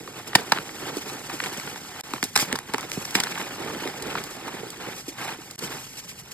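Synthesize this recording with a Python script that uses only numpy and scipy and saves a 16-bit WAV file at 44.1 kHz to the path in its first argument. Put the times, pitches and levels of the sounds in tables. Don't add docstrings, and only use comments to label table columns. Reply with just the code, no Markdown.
import sys
import numpy as np
from scipy import signal
from scipy.fft import rfft, irfft, next_fast_len
from scipy.io import wavfile
from scipy.ndimage import uniform_filter1d

SR = 44100
rng = np.random.default_rng(int(sys.argv[2]) if len(sys.argv) > 2 else 0)


def materialize(psi):
    bounded = np.clip(np.atleast_2d(psi).T, -1, 1)
    quanta = np.round(bounded * 32767).astype(np.int16)
    wavfile.write(sys.argv[1], SR, quanta)


N = 279153
TIME_S = np.arange(N) / SR
RING_SAMPLES = 4096


def from_db(db):
    return 10 ** (np.asarray(db) / 20)


def unit_rms(x):
    return x / np.sqrt(np.mean(x ** 2) + 1e-20)


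def at_hz(table, hz):
    knots_hz, values = np.transpose(table)
    return np.interp(np.log(np.maximum(hz, 1)), np.log(knots_hz), values)


def impulse(spectrum):
    magnitude = from_db(at_hz(spectrum, np.fft.rfftfreq(RING_SAMPLES, 1 / SR)))
    cepstrum = irfft(np.log(magnitude))
    cepstrum[1:RING_SAMPLES // 2] *= 2
    cepstrum[RING_SAMPLES // 2 + 1:] = 0
    return irfft(np.exp(rfft(cepstrum)))


def through(x, response):
    return signal.fftconvolve(x, response)[:len(x)]


def resonance(x, hz, width_hz):
    radius = np.exp(-np.pi * width_hz / SR)
    feedforward = np.array([1, 0, -1]) * (1 - radius ** 2) / 2
    feedback = [1, -2 * radius * np.cos(2 * np.pi * hz / SR), radius ** 2]
    return signal.lfilter(feedforward, feedback, x + 1e-18)


def gliding_resonance(x, hz, width_hz):
    carrier = np.exp(2j * np.pi * np.cumsum(hz) / SR)
    radius = np.exp(-np.pi * width_hz / SR)
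    return np.real(carrier * signal.lfilter([1], [1, -radius], x / carrier + 1e-18))


def drift(rate_hz):
    knots = rng.standard_normal(4096)
    return unit_rms(np.interp(TIME_S * rate_hz, np.arange(len(knots)), knots))


def steady(x, window_samples=3000):
    power = uniform_filter1d(uniform_filter1d(x ** 2, window_samples), window_samples)
    return x / np.sqrt(np.abs(power) + 1e-12)


def add(track, time_s, sound, level_db):
    start = max(round(time_s * SR), 0)
    sound = sound * from_db(level_db) * np.sqrt(0.01 * SR / (np.sum(sound ** 2) + 1e-20))
    track[start:start + len(sound)] += sound[:N - start]


def swell(peak_s, rise_s, fall_s, peak_db):
    distance = np.abs((TIME_S - peak_s) / np.where(TIME_S < peak_s, rise_s, fall_s))
    return (from_db(peak_db) * np.exp(-np.minimum(distance ** 1.8, 20))) ** 2


def grains(per_s, spread_db, clump_db, clump_hz):
    sizes = from_db(spread_db * np.minimum(rng.exponential(1, N), 4))
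    signs = rng.choice([-1, 1], N)
    hits = rng.random(N) < per_s / SR
    return hits * sizes * signs * from_db(clump_db * drift(clump_hz))


def avalanche(length_s, per_s, first_gain):
    age = TIME_S[:RING_SAMPLES] / max(length_s, 0.0005)
    sizes = rng.standard_normal(RING_SAMPLES)
    hits = rng.random(RING_SAMPLES) < per_s / SR
    run = sizes * hits * np.exp(-age ** 2 / 2)
    run /= np.sqrt(np.sum(run ** 2)) + 1e-9
    run[0] += first_gain
    return run


# (frequency [Hz], gain [dB])
HUSH_SPECTRUM = [(15, -15), (30, -7), (70, -4.5), (130, 6), (260, -2.5), (600, -35), (16000, -46)]

def hush():
    return from_db(-52.5) * unit_rms(through(rng.standard_normal(N), impulse(HUSH_SPECTRUM)))


# (frequency [Hz], gain [dB])
RUB_SPECTRUM = [(40, -39), (80, -20), (130, -4), (200, -4.5), (310, -1), (450, -1.5), (620, -7.5),
                (1200, -42)]
# (time [s], resonance [Hz])
HOLLOW_GLIDE = [(0, 355), (1.35, 335), (1.8, 186), (3.0, 194), (3.85, 284), (4.08, 133), (4.6, 326),
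                (5.1, 327), (5.5, 163)]

def palms():
    slips = grains(per_s=700, spread_db=1.5, clump_db=3.0, clump_hz=52)
    hollow_hz = np.interp(TIME_S, *np.transpose(HOLLOW_GLIDE))
    hollow = steady(gliding_resonance(slips, hollow_hz, width_hz=156))
    rub = steady(through(slips, impulse(RUB_SPECTRUM)))
    return steady(rub + from_db(-9) * hollow)


# (frequency [Hz], gain [dB])
CRUMB_SPECTRUM = [(300, -18), (620, -10.5), (780, 1), (1000, -3.5), (1400, -2), (1900, -2.5), (2700, -2.5),
                  (4500, -4), (9000, -35)]

def crumbs(pitch_count=12):
    breaks = grains(per_s=10000, spread_db=3.6, clump_db=2.0, clump_hz=130)
    pitch_index = rng.integers(0, pitch_count, N)
    rings = sum(resonance(breaks * (pitch_index == k), hz, width_hz=0.48 * hz) / np.sqrt(hz)
                for k, hz in enumerate(np.geomspace(600, 3200, pitch_count)))
    return steady(through(rings, impulse(CRUMB_SPECTRUM)))


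# (frequency [Hz], gain [dB])
POWDER_SPECTRUM = [(1200, -11.5), (2700, 3), (3800, -2.5), (5100, 2.5), (7000, 1), (10000, -3), (13000, -5),
                   (15500, -23.5)]

def powder():
    slips = grains(per_s=22000, spread_db=2.5, clump_db=1.7, clump_hz=120)
    return steady(through(slips, impulse(POWDER_SPECTRUM)))


# (time [s], crunch [dB], hiss [dB])
LOOSE_CHALK = [(0, -47.5, -44.5), (.25, -49.5, -46.5), (.65, -46, -42.5), (1.25, -43.5, -41.5),
               (1.9, -47, -44.5), (2.32, -53, -44), (2.65, -47, -49.5), (3.0, -43, -39.5), (3.55, -57, -45),
               (4.0, -43, -43.5), (4.42, -41.5, -46), (4.75, -51.5, -45.5), (5.13, -49.5, -49),
               (5.5, -49, -45.5), (5.88, -52.5, -43), (6.33, -52, -50.5)]
# (peak time [s], rise [s], fall [s], crunch [dB], rub [dB])
FIST_SQUEEZES = [(0.01, 0.037, 0.17, -53, -42.5), (0.18, 0.064, 0.053, -41, -47),
                 (0.29, 0.034, 0.78, -43, -43), (0.57, 0.019, 0.012, -32, -43),
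                 (0.89, 0.082, 0.1, -36, -36.5), (1.11, 0.062, .11, -38, -39.5),
                 (1.335, 0.05, 0.032, -35.5, -40), (1.47, 0.086, 0.18, -37.5, -41),
                 (1.67, 0.044, 0.13, -39.5, -42.5), (1.99, 0.099, 0.091, -39.5, -48.5),
                 (2.13, 0.053, 0.064, -41.5, -45), (2.39, 0.027, 0.05, -30.5, -45),
                 (2.535, 0.063, 0.032, -34.5, -35), (2.78, 0.099, 0.11, -39.5, -42),
                 (3.185, 0.045, 0.053, -31, -40), (3.41, 0.29, 0.17, -35.5, -40),
                 (3.65, 0.078, 0.14, -34.5, -33.5), (3.84, 0.075, 0.11, -35, -38.5),
                 (4.07, 0.079, 0.1, -36, -35), (4.18, 0.072, 0.068, -35, -38),
                 (4.47, 0.046, 0.29, -39.5, -40), (4.85, 0.079, 0.11, -36.5, -38.5),
                 (5.209, 0.035, 0.023, -33, -43.5), (5.279, 0.06, 0.082, -34.5, -42),
                 (5.635, 0.034, 0.033, -40, -36), (5.70, 0.071, 0.096, -36.5, -40)]
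# (peak time [s], fall [s], hiss [dB])
POWDER_SPILLS = [(0.279, 0.0095, -36), (0.973, 0.075, -40.5), (1.096, 0.038, -37), (1.344, 0.025, -35),
                 (1.516, 0.34, -40), (2.247, 0.022, -35.5), (2.401, 0.038, -24.5), (2.934, 0.031, -35),
                 (3.158, 0.025, -29), (3.343, 0.11, -39.5), (4.24, 0.049, -41.5), (4.325, 0.049, -41),
                 (4.976, 0.091, -40), (5.085, 0.027, -37), (5.225, 0.08, -44), (5.64, 0.028, -32),
                 (5.724, 0.1, -41), (5.983, 0.032, -38.5), (6.095, 0.02, -35), (6.193, 0.024, -40),
                 (6.32, 0.01, -38)]

def kneading():
    knots_s, crunch_db, hiss_db = np.transpose(LOOSE_CHALK)
    loose = from_db(np.interp(TIME_S, knots_s, crunch_db)) ** 2
    dust = from_db(np.interp(TIME_S, knots_s, hiss_db)) ** 2
    pressed = sum(swell(peak_s, rise_s, fall_s, db) for peak_s, rise_s, fall_s, _, db in FIST_SQUEEZES)
    crushed = sum(swell(peak_s, rise_s, fall_s, db) for peak_s, rise_s, fall_s, db, _ in FIST_SQUEEZES)
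    spilled = sum(swell(peak_s, 0.63 * fall_s, fall_s, db) for peak_s, fall_s, db in POWDER_SPILLS)
    debris = sum(swell(time_s, rise_s=length_s, fall_s=0.055, peak_db=snap_db - 20)
                 for time_s, length_s, _, snap_db, _ in FRACTURES)

    rub_gain = np.sqrt(from_db(-2.5) ** 2 * loose + pressed + from_db(-3.5) ** 2 * debris)
    crunch_gain = np.sqrt(loose + crushed + debris)
    hiss_gain = np.sqrt(dust + from_db(-8) ** 2 * crushed + from_db(-6) ** 2 * debris + spilled)
    hiss = hiss_gain * powder()
    stick_slip = from_db(1.25 * drift(rate_hz=45))
    return stick_slip * (rub_gain * palms() + crunch_gain * crumbs() + hiss)


# (frequency [Hz], gain [dB])
SNAP_SPECTRUM = [(60, -56), (300, -20), (600, -8.5), (790, -1.5), (970, 1), (1300, -3.5), (1830, -3),
                 (2500, -2), (4500, -2), (9000, -33)]
# (time [s], pitch [Hz], level [dB])
CLOD_COLLAPSES = [(0.076, 1270, -36.5), (0.332, 1310, -32), (0.531, 970, -27), (0.574, 1320, -29),
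                  (0.692, 1620, -36.5), (1.2972, 1420, -32.5), (1.402, 1790, -24), (1.4605, 1800, -30.5),
                  (1.674, 1400, -34.5), (1.759, 1370, -37.5), (2.18, 1280, -37.5), (2.829, 1500, -36),
                  (3.2692, 1350, -29.5), (3.322, 2000, -33.5), (3.355, 1800, -33.5), (3.376, 1300, -30),
                  (3.414, 2000, -31), (3.699, 1100, -36), (3.833, 1050, -35), (4.153, 1190, -25.5),
                  (4.175, 1370, -33), (4.479, 900, -32)]

def clods():
    track, snap_ring = np.zeros(N), impulse(SNAP_SPECTRUM)
    for time_s, hz, level_db in CLOD_COLLAPSES:
        breaks = avalanche(length_s=0.0029, per_s=3600, first_gain=0.75)
        clod = resonance(breaks, hz, width_hz=0.45 * hz) + 0.082 * breaks
        add(track, time_s, through(clod, snap_ring), level_db)
    return track


def off_table(sound, mean_lag_s, echo_gain):
    lag_samples = round(mean_lag_s * (0.5 + rng.random()) * SR)
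    return sound + echo_gain * np.pad(sound, (lag_samples, 0))[:len(sound)]


# (frequency [Hz], gain [dB])
GRIT_SPECTRUM = [(100, -15), (1000, -16), (2600, -1.5), (4900, 5.5), (6300, -0.5), (9000, 0), (13000, -8.5),
                 (16000, -15)]
# (frequency [Hz], gain [dB])
KNOCK_SPECTRUM = [(30, -54), (80, -10.5), (140, -3.5), (270, -1.5), (450, -0.5), (800, -15.5), (2500, -58)]
# (time [s], knock length [s], pitch [Hz], snap [dB], grit [dB])
FRACTURES = [(0.3519, 0.0068, 2040, -11.5, -26), (0.3536, 0.0076, 780, -14.5, -12),
             (0.52, 0.0094, 1270, -13.5, -41), (0.5218, 0.0045, 940, -24, -23),
             (0.586, 0.0026, 1750, -28.5, -42), (1.438, 0.011, 1970, -28.5, -33.5),
             (1.598, 0.0031, 1880, -33.5, -36), (2.136, 0.0035, 1000, -27, -34.5),
             (2.228, 0.0043, 1740, -22, -25), (2.356, 0.008, 1700, -26, -21),
             (2.3607, 0.0082, 1400, -17, -15.5), (2.375, 0.0062, 1570, -26.5, -20),
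             (2.39, .001, 1900, -32, -31), (2.398, 0.012, 1900, -32, -23.5),
             (2.5273, 0.0016, 2040, -23.5, -25), (2.555, 0.0095, 1220, -28.5, -29),
             (2.588, 0.0029, 1620, -31.5, -33.5), (2.737, 0.0027, 1000, -29.5, -29),
             (2.7449, 0.0024, 935, -24, -35.5), (2.782, 0.0016, 1260, -30.5, -33.5),
             (2.917, 0.00087, 1640, -34, -32), (3.052, 0.0037, 1490, -35, -31.5),
             (3.1522, 0.0088, 1950, -17.5, -20), (3.2013, 0.0055, 1840, -28.5, -21.5),
             (3.236, 0.0069, 1650, -30, -23), (3.875, 0.0051, 2040, -32.5, -39.5)]

def cracks():
    track = np.zeros(N)
    snap_ring, grit_ring, knock_ring = map(impulse, (SNAP_SPECTRUM, GRIT_SPECTRUM, KNOCK_SPECTRUM))
    mean_snap_db = np.mean([snap_db for _, _, _, snap_db, _ in FRACTURES])
    for time_s, length_s, hz, snap_db, grit_db in FRACTURES:
        breaks = avalanche(length_s / 2, per_s=3600, first_gain=1.22)
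        piece = resonance(breaks, hz, width_hz=0.57 * hz) + 0.15 * breaks
        add(track, time_s, through(piece, snap_ring), snap_db)
        spray = through(avalanche(length_s / 2, per_s=4500, first_gain=0.45), grit_ring)
        add(track, time_s, off_table(spray, mean_lag_s=0.00098, echo_gain=0.52), grit_db)
        knock = through(avalanche(length_s, per_s=1200, first_gain=2.2), knock_ring)
        add(track, time_s, knock, level_db=-42 + 0.7 * (snap_db - mean_snap_db))
    return track


BLOCK_MODES = [(0.353, [(190, -28), (280, -22.5), (760, -19.5), (1830, -17), (4750, -26)]),
               (0.5211, [(210, -29), (970, -17), (4710, -19)]), (2.741, [(420, -30.5), (830, -29.5)])]

def blocks():
    track, click = np.zeros(N), signal.unit_impulse(RING_SAMPLES)
    for time_s, modes in BLOCK_MODES:
        for hz, level_db in modes:
            add(track, time_s, resonance(click, hz, width_hz=75 + 0.03 * hz), level_db)
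    return track


# (time [s], relative level [dB], pitch [Hz])
HAND_THUDS = [(0.583, -28, 205), (0.965, -20, 310), (1.335, -28, 330), (2.133, -24, 247),
              (2.227, -22.5, 220), (2.421, -23, 165), (2.524, -22, 224), (2.738, -20, 260),
              (2.971, -17.5, 198), (3.151, -16.5, 230), (3.853, -20.5, 390), (4.629, -26, 432),
              (5.078, -24, 320), (5.384, -32, 308), (5.693, -32, 440)]

def thuds():
    track, knock_ring = np.zeros(N), impulse(KNOCK_SPECTRUM)
    for time_s, relative_db, hz in HAND_THUDS:
        knock = through(avalanche(length_s=0.01, per_s=840, first_gain=1.76), knock_ring)
        thud = resonance(knock, hz, width_hz=108) + 0.16 * knock
        add(track, time_s, thud, relative_db - 6.5)
    return track


# (time [s], level [dB])
SPLINTER_TICKS = [(0.97, -34.5), (2.009, -35.5), (2.2395, -24.5), (2.809, -36.5), (3.108, -35),
                  (4.024, -33.5), (4.239, -35), (4.704, -36.5), (5.511, -38), (5.591, -33)]

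def splinters():
    track = np.zeros(N)
    highpass = signal.butter(1, 4600, "high", fs=SR, output="sos")
    tick = signal.sosfilt(highpass, impulse(GRIT_SPECTRUM))
    for time_s, level_db in SPLINTER_TICKS:
        breaks = avalanche(length_s=0.0038, per_s=17000, first_gain=1.0)
        add(track, time_s, through(breaks, tick), level_db)
    return track


def room(fft_size, t60_s=0.22):
    tail = rng.standard_normal(N) * from_db(-60 * np.minimum(TIME_S / t60_s, 2))
    return rfft(tail / np.sqrt(np.sum(tail ** 2)), fft_size)


# (frequency [Hz], left lead [rad])
PORT_LEAD = [(0, 0), (520, -.7), (780, .2), (1400, -.3), (1850, .1), (2700, 2.6), (3900, 1.5), (5000, 1.2),
             (5900, 3.1), (8000, 6.28), (14000, 15.2), (16000, 16.2)]
# (frequency [Hz], left minus right [dB])
PORT_TILT = [(130, -1.5), (290, -3), (640, -4.5), (1410, 0), (3100, -1.5), (6820, 0)]
# (frequency [Hz], level re direct [dB])
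STEREO_WIDTH = [(60, -34), (300, -13), (600, -8), (1700, -12), (2700, -5), (4500, -4), (7000, -7.5)]

def stereo_microphone(x, bass_lag_s=0.0063, bass_corner_hz=452, copy_lag_s=0.0006925, room_db=-21):
    fft_size = next_fast_len(N + SR // 2)
    hz = np.fft.rfftfreq(fft_size, 1 / SR)
    late_bass = np.exp(-2j * np.pi * bass_lag_s * bass_corner_hz * np.arctan(hz / bass_corner_hz))
    lead_rad = np.interp(hz, *np.transpose(PORT_LEAD))
    width = from_db(at_hz(STEREO_WIDTH, hz))
    direct = rfft(x, fft_size)
    analytic = signal.hilbert(x, fft_size)[:N]
    ports = []
    for side in (1, -1):
        copy = np.real(analytic * np.exp(1j * np.pi * drift(rate_hz=90)))
        delayed = rfft(copy, fft_size) * np.exp(-2j * np.pi * hz * copy_lag_s)
        near = (direct * np.exp(0.5j * side * lead_rad) + width * delayed) / np.sqrt(1 + width ** 2)
        reverb = from_db(room_db) * direct * room(fft_size)
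        balance = from_db(side * at_hz(PORT_TILT, hz) / 2)
        ports.append(irfft((near + reverb) * late_bass * balance, fft_size)[:N])
    return np.array(ports)


def scene():
    return stereo_microphone(hush() + cracks() + blocks() + clods() + splinters() + thuds() + kneading())


# (start [s], end [s])
DROPOUTS = [(2.013, 2.035), (5.561, 5.579)]
DROPOUT_DB, CUTOFF_HZ = -32, 16300

def record(dry):
    dropped = sum((TIME_S > start_s) & (TIME_S < end_s) for start_s, end_s in DROPOUTS)
    gain = from_db(DROPOUT_DB * uniform_filter1d(dropped.astype(float), size=128))
    clipped = np.clip(dry * gain, -1, 1)
    lowpass = signal.ellip(10, 0.2, 70, CUTOFF_HZ, fs=SR, output="sos")
    return signal.sosfilt(lowpass, clipped)


dry = scene()
out = record(dry)
materialize(out)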